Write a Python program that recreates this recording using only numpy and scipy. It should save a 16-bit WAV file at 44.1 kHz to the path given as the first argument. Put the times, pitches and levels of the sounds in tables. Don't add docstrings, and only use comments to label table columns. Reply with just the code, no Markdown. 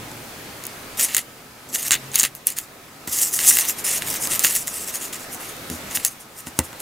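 import sys
import numpy as np
from scipy import signal
from scipy.fft import rfft, irfft
from scipy.io import wavfile
from scipy.ndimage import uniform_filter1d

SR = 44100
rng = np.random.default_rng(int(sys.argv[2]) if len(sys.argv) > 2 else 0)


def unload_wav(signal):
    wavfile.write(
        sys.argv[1],
        SR,
        np.round(np.clip(np.atleast_2d(signal).T, -1, 1) * 32767).astype(np.int16),
    )


N = 300321


def gain_of(db):
    return 10 ** (np.asarray(db) / 20)


def evened(x):
    return x / np.sqrt(np.mean(x ** 2) + 1e-20)


def read(points, hz):
    f, value = np.transpose(points)
    return np.interp(np.log(hz + 1), np.log(f + 1), value)


def add(mix, s, sound):
    part = mix[round(s * SR):][:len(sound)]
    part += sound[:len(part)]


def colour(x, points, patchy_db):
    hz, t, z = signal.stft(x, SR, nperseg=512, noverlap=384)
    patches = rng.standard_normal(z.T.shape)
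    patches = uniform_filter1d(patches, size=10, axis=0)
    patches = evened(uniform_filter1d(patches, size=8, axis=1)).T
    shape_db = read(points, hz)[:, None] + patchy_db * patches
    shaped = signal.istft(z * gain_of(shape_db), SR, nperseg=512, noverlap=384)[1]
    return evened(shaped[:N])


def echoes(t60, start_s):
    at = np.arange(round(start_s * SR), SR // 4, 20)
    taps = np.zeros(SR // 4 + 20)
    signs = rng.choice([-1., 1.], len(at))
    taps[at + rng.integers(0, 20, len(at))] = signs * gain_of(-60 * at / SR / t60)
    return taps / np.linalg.norm(taps)


# time in seconds, level between 100 and 1200 Hz in dB.
ROOM_LEVEL = [(0.0, -41.5), (1.02, -41.5), (1.17, -46.5), (1.56, -47.5), (2.07, -42), (2.27, -49.5),
              (3.0, -47), (3.22, -44), (4.32, -37), (4.59, -42.5), (5.9, -39), (6.05, -44), (6.28, -48.5),
              (6.81, -43)]
# frequency in Hz, relative density in dB per Hz.
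ROOM_COLOUR = [(15, -42), (25, -3.5), (76, -19), (114, 7), (145, -13), (243, -4.5), (595, -7), (663, -6.5),
               (1270, -10), (1450, -9.5), (2430, -11), (2860, -14), (14900, -21), (16200, -24)]
# centre in Hz, width in Hz, level at the start in dB.
HUMS = [(236.4, 13, -53), (1272, 24, -53)]
# frequency in Hz, likeness (1 is identical).
ROOM_LIKENESS = [(60, 0.97), (180, 1), (550, 0.69), (1650, 0.31), (4970, 0.31), (15000, 0.81)]


def room_noise():
    frames, hz = N // 256 + 5, np.fft.rfftfreq(1024, 1 / SR)
    a, b, c, d, patches = rng.standard_normal((frames, 513, 5)).T
    patches = evened(uniform_filter1d(uniform_filter1d(patches, 8, 0), 14, 1))
    power = gain_of(2 * read(ROOM_COLOUR, hz))
    power /= power[(hz > 100) & (hz < 1200)].sum()
    start_power = gain_of(2 * ROOM_LEVEL[0][1])
    for f, width, db in HUMS:
        peak = np.exp(-2 * ((hz - f) / width) ** 2)
        power = power + gain_of(2 * db) / start_power * peak / peak.sum()
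    same = np.clip(read(ROOM_LIKENESS, hz), -1, 1)[:, None]
    left = a + 1j * b
    right = same * left + np.sqrt(1 - same ** 2) * (c + 1j * d)
    z = np.array([left, right])
    z *= np.sqrt(power)[:, None] * gain_of(1.2 * patches)
    noise = signal.istft(z, nperseg=1024, noverlap=768)[1][:, :N]
    s, db = np.transpose(ROOM_LEVEL)
    level = gain_of(np.interp(np.arange(N) / SR, s, db))
    return evened(noise) * np.sqrt(power.sum()) * level


# time in seconds, pitch in Hz, mean level in dB.
DRONE = [(0, 115, -50), (1.09, 123.2, -58), (1.299, 124.6, -62), (2.1, 134, -46.5), (2.4, 138.2, -60.5),
         (3.0, 141, -60)]
DRONE_OCTAVE_DB, DRONE_WAVER_DB = -7, 3.5


def drone():
    s, hz, db = np.transpose(DRONE)
    t = np.arange(N) / SR
    phase = 2 * np.pi * np.cumsum(np.interp(t, s, hz)) / SR
    waver = evened(uniform_filter1d(rng.standard_normal(N), size=5000))
    fade_db = 20 * np.maximum(t - s[-1], 0)
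    level = gain_of(np.interp(t, s, db) - fade_db + DRONE_WAVER_DB * waver)
    return np.sqrt(2) * level * (np.sin(phase) + gain_of(DRONE_OCTAVE_DB) * np.sin(2 * phase))


# start in seconds, strength of the middle modes in dB (they peak 8 dB above it),
# low modes above that in dB, high modes above that in dB.
CLICKS = [(.1156, -30, -5, -7), (.6385, -24, -9, 1), (.6531, -21, -10, -5), (.6674, -21, -15, 4),
          (.9956, -10, -8, -2), (1.0467, -12, -15, -1), (1.1421, -18, -15, -2), (1.1475, -3, -7, -4),
          (1.1668, -5, -7, -3), (1.1705, -15, -13, 2), (1.1807, -10, -9, -1), (1.1892, -21, -5, -2),
          (1.7508, -16, -9, 1), (1.7577, -18, 2, 1), (1.8295, -20, -12, 1), (1.9084, -2, -3, -6),
          (1.9165, -6, -6, -7), (1.9193, -3, -8, -8), (1.9225, -7, -3, -2), (1.9273, -10, -7, -7),
          (1.931, -7, -2, -12), (1.9333, -10, -8, -10), (1.936, -8, -3, -12), (1.9392, -14, -1, -5),
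          (1.9412, -7, -5, -10), (2.0418, -35, -1, -4), (2.1168, -29, -15, -13), (2.136, -26, -10, -1),
          (2.1437, -20, -9, -5), (2.151, -14, -9, -3), (2.1566, -5, -12, 1), (2.1588, -7, -14, -5),
          (2.1802, -19, 0, -4), (2.186, -14, -12, -5), (2.191, -11, -18, 0), (2.1966, -4, -18, -5),
          (2.1985, -4, -18, -13), (2.2083, -9, -18, -9), (2.2145, -15, -1, -8), (2.2229, -17, -4, -4),
          (2.2321, -5, -16, -1), (2.2379, -8, -4, -2), (2.2506, -8, -5, -4), (2.2592, -17, -3, -3),
          (2.3511, -28, -13, 4), (2.4699, -14, -7, 10), (2.5034, -21, -14, 4), (2.5237, -27, -16, -1),
          (2.5865, -13, -10, 1), (3.0759, -20, -11, 1), (3.188, -14, -15, 0), (3.2166, -16, -15, 5),
          (3.3906, -8, -5, -6), (3.4685, -10, -19, -3), (3.509, -15, 2, 0), (3.514, -19, 3, 6),
          (3.5702, -9, 0, 3), (3.5873, -9, -2, 4), (3.5958, -16, -8, 2), (3.6521, -20, -3, 2),
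          (3.6574, -19, -5, -3), (3.6872, -22, -10, 7), (3.6961, -15, -8, 3), (4.0218, -22, 7, 0),
          (4.1534, -23, 2, 4), (4.1608, -21, -2, 0), (4.2541, -21, 0, -2), (4.2727, -11, -10, -2),
          (4.3938, -6, -22, -3), (4.4277, -15, -14, -6), (4.4375, -10, -12, 0), (4.4476, -5, 0, -3),
          (4.4535, -8, -15, -4), (4.4694, -16, -2, -1), (4.552, -19, -17, 0), (4.6731, -19, -8, 1),
          (4.6794, -16, -8, -2), (4.9571, -18, -12, -3), (5.131, -27, 2, 0), (5.1345, -25, -3, 1),
          (5.3462, -25, -15, 2), (5.567, -33, -12, 0), (5.7003, -19, -8, 1), (5.9724, -21, 7, 0),
          (6.0492, -3, -19, -1), (6.0503, -8, -15, -1), (6.4702, -26, -5, -2), (6.5899, -3, -12, -3),
          (6.5915, -9, -6, -9), (6.7298, -34, 1, -7), (6.8024, -27, -12, 1)]
# mode in Hz, relative level in dB, nominal t60 in seconds.
BRICK_MODES = [(1750, -6, .006), (2000, -1, .006), (2730, 1, .006), (3400, -1, .004), (4900, -9, .003),
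               (5650, -6, .003), (6800, 0, .0045), (7550, -1.5, .004), (8300, -2, .0035), (9500, -1, .003),
               (10500, -1, .003), (11900, -3, .003), (13400, -5, .003), (15050, -3.5, .004)]
LOW_HZ, HIGH_HZ = 4200, 9000


def clicks(blows):
    hz, db, t60 = np.transpose(BRICK_MODES)[:, :, None]
    group = np.searchsorted([LOW_HZ, HIGH_HZ], hz[:, 0])
    t, out = np.arange(1500) / SR, np.zeros(N)
    onset = 1 - np.exp(-(t / .0001) ** 2)
    contact = onset * (1 + .9 * np.exp(-t / .0003))
    chance = rng.standard_normal((len(blows), 3, len(BRICK_MODES), 1))
    for (s, strength_db, low_db, high_db), (tune, weight, ring) in zip(blows, chance):
        share_db = np.array([low_db, 0, high_db])
        excess_db = share_db - np.sort(share_db)[1] - 5
        loose = 1 + np.maximum(excess_db, 0)[group, None] / 4
        ring_s = t60 * loose * np.exp(.2 * ring)
        decay = gain_of(db * loose + 2.5 * weight - 60 * t / ring_s)
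        mode_hz = hz * (1 + .03 * tune / loose)
        modes = contact * decay * np.sin(2 * np.pi * mode_hz * t)
        for k in range(3):
            part = modes[group == k].sum(0)
            part = part / abs(part).max() * 2.5
            add(out, s, gain_of(strength_db + share_db[k]) * part)
    return signal.sosfilt(signal.butter(3, 1500, "high", fs=SR, output="sos"), out)


# start of full speed in seconds, run-up in seconds, hold in seconds,
# level in dB, drag against the top above that in dB.
PUSHES = [(.973, 0.0033, 0.017, -29.5, -9), (0.998, 0.015, .055, -18.5, -11),
          (1.088, 0.013, .065, -33, -1.5), (1.167, .003, 0.022, -26, -4), (1.689, 0.0049, 0.018, -41, -17),
          (1.734, 0.0056, 0.015, -31.5, -28), (1.747, .03, 0.01, -21.5, -11), (1.785, .02, .09, -28.5, -9),
          (1.873, 0.057, 0.0089, -24.5, -12.5), (1.908, 0.0016, 0.045, -31.5, 6),
          (2.147, 0.027, 0.018, -26, -3.5), (2.176, .004, 0.0097, -25, -12), (2.19, 0.008, 0.004, -19, -13),
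          (2.202, 0.0063, 0.018, -27, -6.5), (2.232, 0.0036, .022, -25, -1.5),
          (2.357, 0.0038, 0.014, -40.5, -23), (2.476, 0.017, 0.0044, -23.5, -10),
          (2.488, 0.0047, .03, -33.5, -7.5), (2.569, 0.01, 0.018, -28.5, -9),
          (2.605, 0.017, .035, -41.5, -16), (3.074, 0.0017, 0.017, -29.5, -11),
          (3.127, 0.031, 0.11, -21, -14), (3.216, 0.007, .013, -15, -25), (3.245, 0.033, 0.041, -23, -16.5),
          (3.339, 0.045, 0.033, -19, -20.5), (3.395, 0.022, 0.058, -21, -9.5), (3.484, .06, .015, -8, -19),
          (3.521, 0.022, .09, -17.5, -13), (3.613, 0.011, 0.055, -28, -5.5),
          (3.69, 0.033, 0.011, -19.5, -13), (3.789, 0.041, 0.012, -30, -11), (3.844, .006, .03, -24, -10.5),
          (3.883, .03, 0.095, -22, -9.5), (4.018, 0.018, 0.0092, -31.5, -2.5), (4.078, .06, .09, -25, -10),
          (4.222, .04, .045, -24.5, -21), (4.311, 0.036, .05, -21.5, -8.5), (4.395, 0.0023, .035, -25, -9),
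          (4.441, 0.003, 0.0077, -12, -9.5), (4.463, 0.022, 0.064, -21.5, -9.5),
          (4.552, .02, .02, -18, -14.5), (4.59, .02, 0.032, -29, -15), (4.672, 0.011, .015, -30, -11.5),
          (4.74, 0.11, .1, -29, -13.5), (4.879, 0.05, .025, -27.5, -11), (4.946, 0.026, 0.015, -25, -12),
          (5.024, 0.08, .035, -31, -10), (5.071, 0.017, 0.015, -37.5, -15), (5.128, 0.0033, .03, -33, -6),
          (5.197, .02, .04, -38.5, -13), (5.329, 0.036, 0.018, -32.5, -16), (5.403, 0.014, 0.061, -38, -5),
          (5.487, .03, .03, -39, -6), (5.701, 0.0055, 0.064, -38, -10), (5.911, 0.026, .03, -34, -8),
          (5.95, 0.0092, 0.0092, -18, -13.5), (5.999, 0.016, 0.0038, -34.5, -2),
          (6.034, 0.029, 0.013, -33, -6), (6.049, 0.0015, .015, -20.5, -15),
          (6.112, 0.022, 0.011, -40, -18), (6.204, .02, 0.012, -42, -25), (6.39, .05, .01, -35.5, -14),
          (6.467, 0.014, .01, -36.5, -7), (6.571, .01, .015, -41, -13), (6.644, .025, .015, -38, -18),
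          (6.8, .01, 0.011, -33.5, -10)]
RUN_UP_DB, SAG_DB_PER_S, FALL_DB_PER_S = 23.5, 26.5, 552
SKID_DB, SKID_FALL_DB_PER_S, SKID_DRAG_DB = -24, 900, -5


def sliding_levels():
    t, power = np.arange(0, N / SR + .002, .001), 0
    for s, run_up, hold, db, drag_db in PUSHES:
        rise_db = RUN_UP_DB / max(run_up, .001) * np.maximum(s - t, 0)
        sag_db = SAG_DB_PER_S * np.maximum(t - s, 0)
        fall_db = FALL_DB_PER_S * np.maximum(t - s - hold, 0)
        stroke_db = db - rise_db - sag_db - fall_db
        power = power + gain_of(2 * (stroke_db + np.array([[0], [drag_db]])))
    for s, strength_db, *_ in CLICKS:
        skid_db = strength_db + SKID_DB - SKID_FALL_DB_PER_S * abs(t - s)
        power = power + (t > s) * gain_of(2 * (skid_db + np.array([[0], [SKID_DRAG_DB]])))
    return [np.interp(np.arange(N) / SR, t, np.sqrt(p)) for p in power]


# frequency in Hz, relative density in dB per Hz.
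SLIDE_COLOUR = [(2350, -66), (4000, -37), (5000, -9.5), (5580, -6), (6250, -3), (6690, -2), (7000, -2),
                (7580, -1.5), (7900, -3), (8970, -1.5), (10700, -3.5), (14900, -7), (16200, -23)]
# frequency in Hz, relative density in dB per Hz.
DRAG_COLOUR = [(150, -16), (300, -11), (700, -12), (1380, -7), (1560, -13), (1750, 0), (2050, 0),
               (2400, -6), (2740, 1), (3050, -3), (4500, -5), (6000, -30)]


def slides(level, drag):
    force = gain_of(1.5 * np.minimum(rng.exponential(1, N), 3)) * rng.standard_normal(N)
    catches = force * (rng.random(N) < 20000 / SR)
    judder = gain_of(1.9 * evened(uniform_filter1d(rng.standard_normal(N), size=90)))
    catches = catches * judder
    dull = colour(catches, DRAG_COLOUR, patchy_db=1.5)
    return level * colour(catches, SLIDE_COLOUR, patchy_db=3.0) + drag * dull


# start in seconds, length in seconds, first strength in dB.
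RATTLES = [(1.944, .016, -18), (2.252, .016, -24)]
RATTLE_GAP_S, RATTLE_FALL_DB_PER_S = .0025, 500
RATTLE_LOW_DB, RATTLE_HIGH_DB = -1, -6
TICK_COUNT, TICK_DB, TICK_LOW_DB, TICK_HIGH_DB = 130, -2, -9, 0
SMALL_SPREAD_DB = 3


def small_blows(level):
    rows = []
    for s, length, db in RATTLES:
        t = np.arange(0, length, RATTLE_GAP_S)
        t = t + RATTLE_GAP_S * rng.random(len(t)) / 2
        rows += [(s + u, db - RATTLE_FALL_DB_PER_S * u, RATTLE_LOW_DB, RATTLE_HIGH_DB) for u in t]
    brisk = np.cumsum(np.sqrt(level))
    for at in np.searchsorted(brisk, brisk[-1] * rng.random(TICK_COUNT)):
        rows += [(at / SR, 20 * np.log10(level[at]) + TICK_DB, TICK_LOW_DB, TICK_HIGH_DB)]
    chance = np.clip(rng.standard_normal((len(rows), 4)), -2, 2)
    return np.array(rows) + SMALL_SPREAD_DB * chance * [0, 1, 1, 1]


# start in seconds, peak before the bass cut in dB, hardness in dB per octave.
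KNOCKS = [(1.9084, -29, 2), (2.232, -27, 0), (3.0757, -22, 2), (4.4475, -28, 2), (5.7003, -23, -4),
          (5.712, -20, -3), (5.737, -22, -3), (5.972, -27, 0), (6.4698, -22, 2), (6.5895, -6.5, 1.5),
          (6.5913, -13, 4), (6.73, -29, 3)]
# mode in Hz, relative level in dB, t60 in seconds.
TABLE_MODES = [(85, -12, .12), (135, -5, .08), (190, -4, .06), (250, 3, .07), (310, 0, .05),
               (420, -6, .035), (550, -5, .04), (650, -8, .03), (780, -4, .03), (930, -5, .035),
               (1440, -4, .025), (1960, -4, .022), (2750, -10, .015)]


def knocks():
    hz, db, t60 = np.transpose(TABLE_MODES)[:, :, None]
    t, out = np.arange(SR // 4) / SR, np.zeros(N)
    tunes = rng.standard_normal((len(KNOCKS), len(TABLE_MODES), 1))
    for (s, peak_db, hard_db), tune in zip(KNOCKS, tunes):
        lift_db = hard_db * np.log2(np.maximum(hz / 250, 1))
        decay = gain_of(db + lift_db - 60 * t / t60)
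        modes = decay * np.sin(2 * np.pi * hz * (1 + 0.025 * tune) * t)
        ring = modes.sum(0) * (1 - np.exp(-t / .0004))
        add(out, s, gain_of(peak_db) * ring / abs(ring).max())
    return signal.sosfilt(signal.butter(4, 68, "high", fs=SR, output="sos"), out)


# frequency in Hz, side gain in dB.
WIDTH = [(60, -36), (180, -46), (550, -17), (1650, -63), (4970, -19.5), (15000, -9)]


def scene():
    level, drag = sliding_levels()
    blows = clicks(CLICKS) + clicks(small_blows(level))
    rubs = slides(level, drag)
    blows += gain_of(-12) * signal.oaconvolve(blows, echoes(t60=.012, start_s=.0008))[:N]
    thuds = knocks()
    blows += thuds + gain_of(-8) * signal.oaconvolve(thuds, echoes(t60=.09, start_s=.008))[:N]
    near = blows + rubs
    near += gain_of(-21) * signal.oaconvolve(near, echoes(t60=.12, start_s=.004))[:N]
    side = signal.oaconvolve(blows + gain_of(-10.0) * rubs, echoes(t60=0.058, start_s=.0003))[:N]
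    side_gain = gain_of(read(WIDTH, np.fft.rfftfreq(N, 1 / SR)))
    side = irfft(rfft(side) * side_gain, N)
    return np.array([near + side, near - side]) + room_noise() + drone()


EDGE_HZ = 15800


def record(dry):
    clipped = np.clip(dry, -1, 1)
    lowpass = signal.firwin(255, EDGE_HZ, window=("kaiser", 7), fs=SR)
    return signal.oaconvolve(clipped, lowpass[None], "same")


dry = scene()
out = record(dry)
unload_wav(out)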